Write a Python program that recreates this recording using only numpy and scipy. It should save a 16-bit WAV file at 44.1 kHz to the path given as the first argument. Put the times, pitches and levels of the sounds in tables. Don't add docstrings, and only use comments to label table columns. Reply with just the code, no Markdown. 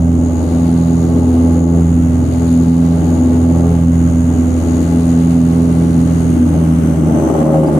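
import sys
import numpy as np
from scipy import signal
from scipy.fft import rfft, irfft, next_fast_len
from scipy.io import wavfile
from scipy.ndimage import uniform_filter1d, minimum_filter1d

SR = 44100
rng = np.random.default_rng(int(sys.argv[2]) if len(sys.argv) > 2 else 0)


def waveform_to_disk(signal):
    frames = np.transpose(np.atleast_2d(signal))
    scaled = np.clip(frames, -1, 1) * 32767
    samples = np.round(scaled).astype(np.int16)
    wavfile.write(sys.argv[1], SR, samples)


N = 343518
TIME = np.arange(N) / SR

# time in seconds, blade passes per second.
NEAR_BLADE_RATE = [(0, 83.9), (4.9, 83.85), (5.9, 83.5), (6.25, 83.0), (6.6, 81.7), (7.0, 80.2),
                   (7.4, 78.5), (7.79, 76.8)]


def from_db(db):
    return 10 ** (np.asarray(db) / 20)


def rms_one(x):
    return x / np.sqrt(np.mean(x ** 2) + 1e-20)


def in_time(rows):
    s, *columns = np.transpose(rows)
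    return [np.interp(TIME, s, c) for c in columns]


def at_hz(points, hz):
    f, value = np.transpose(points)
    return np.interp(np.log(hz + 1e-3), np.log(f), value)


def pan(left_db):
    return rms_one(from_db(np.array([[left_db], [-left_db]]) / 2))


def tone(cycles):
    return np.sqrt(2) * np.sin(2 * np.pi * cycles)


def drift(rate_hz):
    step, settle = 40, 2000
    r = np.exp(-2 * np.pi * rate_hz * step / SR)
    noise = rng.standard_normal(N // step + settle + 2)
    slow = signal.lfilter([1], [1, -2 * r, r * r], noise)[settle:]
    return np.interp(np.arange(N) / step, np.arange(len(slow)), rms_one(slow))


def resonate(x, hz, width_hz):
    r = np.exp(-np.pi * width_hz / SR)
    zeros = np.array([1, 0, -1]) * (1 - r * r) / 2
    poles = [1, -2 * r * np.cos(2 * np.pi * hz / SR), r * r]
    return signal.lfilter(zeros, poles, x)


def chop(cycles, sharpness):
    return rms_one(np.exp(sharpness * np.cos(2 * np.pi * cycles)))


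def cabin_noise(colour):
    # frequency in Hz, left-right correlation.
    likeness = [(40, .96), (85, .99), (250, .95), (400, .8), (650, .4), (1000, -.1), (2000, 0), (14000, 0)]
    # frequency in Hz, left minus right in dB.
    balance = [(80, 3.5), (300, 3), (700, -1), (1400, 2.5), (2800, 4.5), (4500, 15.5), (7000, 5.5),
               (8500, 7), (10000, -6), (14000, -7.5)]
    size = next_fast_len(N)
    hz = np.arange(size // 2 + 1) * SR / size
    mid, side = rfft(rng.standard_normal((2, size))) * from_db(at_hz(colour, hz))
    alike = np.clip(at_hz(likeness, hz), -.999, .999)
    signs = np.array([[1], [-1]])
    lean = from_db(signs * at_hz(balance, hz) / 2)
    ports = np.sqrt(1 + alike) * mid + signs * np.sqrt(1 - alike) * side
    out = irfft(ports * lean / np.hypot(*lean), size)[:, :N]
    return out / out.mean(0).std()


def cabin_echo(x, t60_s=0.035, wet=0.67):
    age_s = np.arange(SR // 12) / SR
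    tail = rng.standard_normal((2, len(age_s))) * from_db(-60 * age_s / t60_s)
    tail /= np.linalg.norm(tail, axis=1, keepdims=True)
    echo = signal.fftconvolve(x[None], tail, axes=1)[:, :N]
    return np.sqrt(1 - wet) * x + np.sqrt(wet) * echo


def swell_db(lead, swells):
    return sum(depth_db * np.cos(2 * np.pi * k * (lead - place))
               for k, (depth_db, place) in enumerate(swells, 1))


def drone(near, far, stall, waver_db=0.44, boom_waver_db=2.0, boom_jitter=0.021, stall_jitter=0.08,
          port_lag=0.011):
    # multiple of the blade rate, near level in dB, far level in dB, phase of the far one
    # in cycles, change at full stall in dB.
    harmonics = [(0.498, -43.5, -57, .1, -7), (.75, -34.5, -58, 0.62, -19), (1, -15.5, -27, .72, -8.5),
                 (1.25, -33, -44, 0.14, -8), (1.5, -30, -29, 0.57, -11), (1.75, -34.5, -35, 0.38, -13),
                 (2, -19, -18.5, 0.51, -1), (2.25, -38.5, -41.5, 0.28, 5)]
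    # near level in dB, far level in dB,
    # phase of the far one in cycles, change at full stall in dB.
    boom_pair = (-14.5, -24.5, 0.64, -5)
    # depth either way in dB, place of the crest in the beat (0-1).
    boom_swells = [(1, 0.43), (1.25, 0.1)]
    boom_db = swell_db(near - far, boom_swells) + boom_waver_db * drift(8)
    ports = port_lag * np.array([[1], [-1]]) / 2
    near, far = near + ports, far - ports
    shake = stall_jitter * stall

    def harmonic(order, near_db, far_db, phase, stall_db, gust):
        near_tone = from_db(near_db) * tone(order * near + gust)
        far_tone = from_db(far_db) * tone(order * far + phase + gust)
        return (near_tone + far_tone) * from_db(stall_db * stall)

    out = harmonic(3, *boom_pair, (boom_jitter + shake) * drift(4)) * from_db(boom_db)
    for row in harmonics:
        out = out + harmonic(*row, shake * drift(3.4)) * from_db(waver_db * drift(4.4))
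    return out * pan(-1.1)


def wash_level(lead, stall):
    # place in the beat (0-1), level in dB.
    beat = [(.05, -29.5), (0.281, -30), (.4, -28.5), (.54, -28), (.72, -26.5), (.8, -31.5), (.87, -32)]
    # time in seconds, change in dB.
    trend = [(0, 1.5), (1.5, 0), (3.5, .3), (5.8, 0.65), (6.5, -3.5), (7.79, -0.5)]
    full_stall_db = -19
    place, level_db = np.transpose(beat)
    taxi_db = np.interp(lead, place, level_db, period=1) + in_time(trend)[0]
    roar = stall ** 2
    return (1 - roar) * taxi_db + roar * full_stall_db


def buzz(near, stall, wash_db, waver_db=3.0, jitter=0.078, stall_jitter=0.095, port_spread=0.05, swell=0.79):
    # multiple of the blade rate, relative level in dB, change at full stall in dB.
    harmonics = [(4, -0.5, -1.5), (5, -1.5, -4.5), (6, -6, -12), (7, -11.5, 6), (8, -12.5, 1.5),
                 (9, -13.5, -5), (10, -12.5, -3.5), (11, -22, 4.5), (13, -22, -4.5), (14, -24.5, -7)]
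    out = 0
    for order, level_db, stall_db in harmonics:
        cycles = order * near + (jitter + stall_jitter * stall) * drift(7) + rng.random()
        ports = np.array([[0], [port_spread * (-1) ** order]])
        gain_db = level_db + stall_db * stall + waver_db * drift(6.4)
        out = out + tone(cycles + ports) * from_db(gain_db)
    extra_db = swell * (1.5 - stall) * (wash_db - np.median(wash_db))
    return out * from_db(wash_db - 2.0 + extra_db) * pan(2.0)


def wash(near, lead, stall, wash_db, gust_db=1.0, buffet_db=1.6):
    # frequency in Hz, relative density in dB per Hz.
    slap_colour = [(100, -46), (250, -2.5), (380, 3.5), (470, -3), (610, 4.5), (710, -5), (850, -0.5),
                   (980, -15), (1150, -9), (1500, -23.5), (2000, -31), (8000, -88)]
    # frequency in Hz, relative density in dB per Hz.
    drum_colour = [(60, -34), (110, -12.5), (150, 0.5), (190, -3.5), (220, -2), (270, 2.5), (305, 2),
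                   (355, -6), (400, -18), (500, -15), (1200, -91)]
    # depth either way in dB, place of the crest in the beat (0-1).
    drum_swells = [(1.0, 0.47), (1.1, 0.0067)]
    taxi_drum_db, stall_drum_db = -21.5, 7.5
    slap_db = wash_db - 0.4 + buffet_db * stall * drift(25)
    slaps = cabin_noise(slap_colour) * chop(near, 0.24 + 0.23 * stall) * from_db(slap_db)
    drum_db = taxi_drum_db + stall_drum_db * np.sqrt(stall)
    drum_db = drum_db + swell_db(lead, drum_swells) + gust_db * drift(3.5)
    return slaps + cabin_noise(drum_colour) * chop(near, 0.077) * from_db(drum_db)


def whine(far, lead, sharpness=3.9, swing=0.065, rush_width_hz=200, wobble=0.17, flicker_db=2.05):
    # time in seconds, speed as a share of taxi speed, whine level in dB.
    turbine = [(0, 1, -1.5), (3.1, 1, .5), (5.5, .999, 0), (6.0, .996, -.5), (6.4, .982, -1),
               (6.7, .957, -2.5), (7.0, .932, -2.5), (7.35, .911, 1.5), (7.79, .89, -5)]
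    # frequency at taxi speed in Hz, steady level in dB, blade-chopped level in dB,
    # level of the rush around it in dB, change as the turbine slows in dB.
    tones = [(6510, -71, -54, -60, 1), (6731, -49.5, -46.5, -52, -6.5), (7310, -88, -54, -61, -12),
             (8400, -85, -62, -64, 10), (13200, -95, -81, -67, 11.5)]
    # depth either way in dB, place of the crest in the beat (0-1).
    whine_swells = [(.3, 1), (.4, .06), (1.1, 0.033)]
    speed, level_db = in_time(turbine)
    turned_s = np.cumsum(speed) / SR
    slowing = np.clip((1 - speed) / .055, 0, 1)
    gate, soft_gate = chop(far, sharpness), chop(far, 0.85)
    steady, chopped = 0, 0
    for hz, steady_db, chopped_db, rush_db, slow_db in tones:
        cycles = hz * turned_s + wobble * drift(5.3)
        bent = cycles - swing * np.sin(2 * np.pi * far)
        rush = drift(rush_width_hz) * tone(bent) + drift(rush_width_hz) * tone(bent + 1 / 4)
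        rush = rush / np.sqrt(2)
        gain = from_db(slow_db * slowing + flicker_db * drift(2.1))
        steady = steady + gain * from_db(steady_db) * tone(cycles)
        chopped = chopped + gain * gate * from_db(chopped_db) * tone(bent)
        chopped = chopped + gain * soft_gate * from_db(rush_db) * rush
    return (steady + cabin_echo(chopped)) * from_db(level_db + swell_db(lead, whine_swells)) * pan(12)


def gears(near, flicker_db=2.5, wobble=0.1):
    # frequency at taxi speed in Hz, relative level in dB.
    gear_tones = [(5814, -61.5), (8332, -63)]
    # time in seconds, change in dB.
    gear_level = [(0, 1), (3.6, -3), (4.4, 3), (5.9, 3), (6.6, 0), (7.79, -5)]
    turned_s = near / NEAR_BLADE_RATE[0][1]
    out = 0
    for hz, level_db in gear_tones:
        cycles = hz * turned_s + wobble * drift(4)
        out = out + tone(cycles) * from_db(level_db + flicker_db * drift(1.8))
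    return out * from_db(in_time(gear_level)[0]) * pan(5.2)


def air(far, lead, stall):
    # frequency in Hz, relative density in dB per Hz.
    hiss_colour = [(600, 10.5), (1150, 11.5), (1550, 10.5), (1750, 3.5), (2000, 6.5), (2500, 0.5),
                   (2900, 3.5), (3500, -4), (5300, -9), (6500, -1), (7900, -2.5), (8800, 0), (10000, -3),
                   (11500, -8.5), (13200, -8), (15500, -32)]
    # frequency in Hz, relative density in dB per Hz.
    leak_colour = [(1500, -11), (3200, -7), (3900, 0), (4700, -1), (5400, -9.5), (7500, -11.5),
                   (10000, -6.5), (15000, -21)]
    # frequency in Hz, relative density in dB per Hz.
    rumble_colour = [(15, -14), (30, -15), (60, 8), (110, 7), (200, -31), (900, -94)]
    # time in seconds, level in dB.
    vent_level = [(0, -42), (.5, -39.5), (3.3, -38), (7.79, -35)]
    # depth either way in dB, place of the crest in the beat (0-1).
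    leak_swells = [(3.2, 0.28), (2.2, .12), (1.1, 0.049)]
    leak_taxi_db, leak_stall_db, rumble_db = -51, -9, -41.5
    opening_db = swell_db(lead, leak_swells) + leak_stall_db * stall
    vent_db = in_time(vent_level)[0] + 0.067 * opening_db + 0.5 * drift(7)
    vents = cabin_noise(hiss_colour) * chop(far, 0.15) * from_db(vent_db)
    leak_db = leak_taxi_db + opening_db + 1.2 * drift(30)
    leak = cabin_noise(leak_colour) * chop(far, 0.13) * from_db(leak_db)
    return vents + leak + cabin_noise(rumble_colour) * from_db(rumble_db)


def fitting(near, lead, ring_hz=9700, width_hz=600, scatter_db=0.8):
    # centre in seconds, length in seconds, rise in dB.
    rattles = [(.72, .08, 7.5), (1.45, .5, 3), (2.53, .1, 8), (5.0, .11, 9), (5.7, .55, 6.5),
               (6.25, .4, 5.5)]
    # depth either way in dB, place of the crest in the beat (0-1).
    fitting_swells = [(2.0, 0.53), (.8, 0.16)]
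    quiet_db = -55.5
    knocks = chop(near, 1.7) * chop(near / 4, 1.0) * from_db(scatter_db * drift(25))
    ring = resonate(knocks * rng.standard_normal(N), ring_hz, width_hz)
    ring = resonate(ring, ring_hz, 2 * width_hz)
    rattle_db = sum(rise_db * np.exp(-(2 * (TIME - s) / length_s) ** 2) for s, length_s, rise_db in rattles)
    return rms_one(ring) * from_db(quiet_db + swell_db(lead, fitting_swells) + rattle_db) * pan(-11)


def squeak(centre_s=7.672, hz=4750, level_db=-45, half_length_s=0.008):
    slip = np.exp(-((TIME - centre_s) / half_length_s) ** 2)
    return from_db(level_db) * slip * tone(hz * TIME + 0.15 * drift(150)) * pan(8)


def scene():
    # time in seconds, lead in blade passes.
    lead_curve = [(0, -.18), (.36, 0), (1.32, .5), (2.25, 1), (3.28, 1.5), (3.7, 1.75), (4.05, 1.87),
                  (4.54, 2), (5.05, 2.16), (5.5, 2.3), (6.0, 2.32), (6.34, 2.37), (6.52, 2.68),
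                  (6.75, 2.81), (7.14, 2.88), (7.28, 3), (7.5, 3.2), (7.79, 3.33)]
    # time in seconds, share (0-1).
    stall_curve = [(0, 0), (6.2, 0.03), (6.9, 0.59), (7.1, 0.76), (7.25, 0.95), (7.55, 1), (7.79, 0.81)]
    near = np.cumsum(in_time(NEAR_BLADE_RATE)[0]) / SR
    lead = in_time(lead_curve)[0]
    far = near - lead
    stall = np.clip(in_time(stall_curve)[0], 0, 1)
    wash_db = wash_level(lead, stall)
    propellers = drone(near, far, stall) + buzz(near, stall, wash_db) + wash(near, lead, stall, wash_db)
    engines = propellers + whine(far, lead) + gears(near)
    return engines + air(far, lead, stall) + fitting(near, lead) + squeak()


def record(dry, ceiling=0.91, fade_s=0.0019, low_cut_hz=35, high_cut_hz=15600):
    fade = np.minimum(np.minimum(TIME, TIME[::-1]) / fade_s, 1)
    bass_cut = signal.butter(2, low_cut_hz, "high", fs=SR, output="sos")
    thin = signal.sosfilt(bass_cut, dry * fade)
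    room = np.minimum(1, ceiling / (np.abs(thin).max(0) + 1e-9))
    hold = SR // 50
    gain = minimum_filter1d(room, size=hold)
    for _ in range(2):
        gain = uniform_filter1d(gain, size=hold // 2)
    top_cut = signal.ellip(10, 0.1, 90, high_cut_hz, fs=SR, output="sos")
    return signal.sosfilt(top_cut, thin * gain)


dry = scene()
out = record(dry)
waveform_to_disk(out)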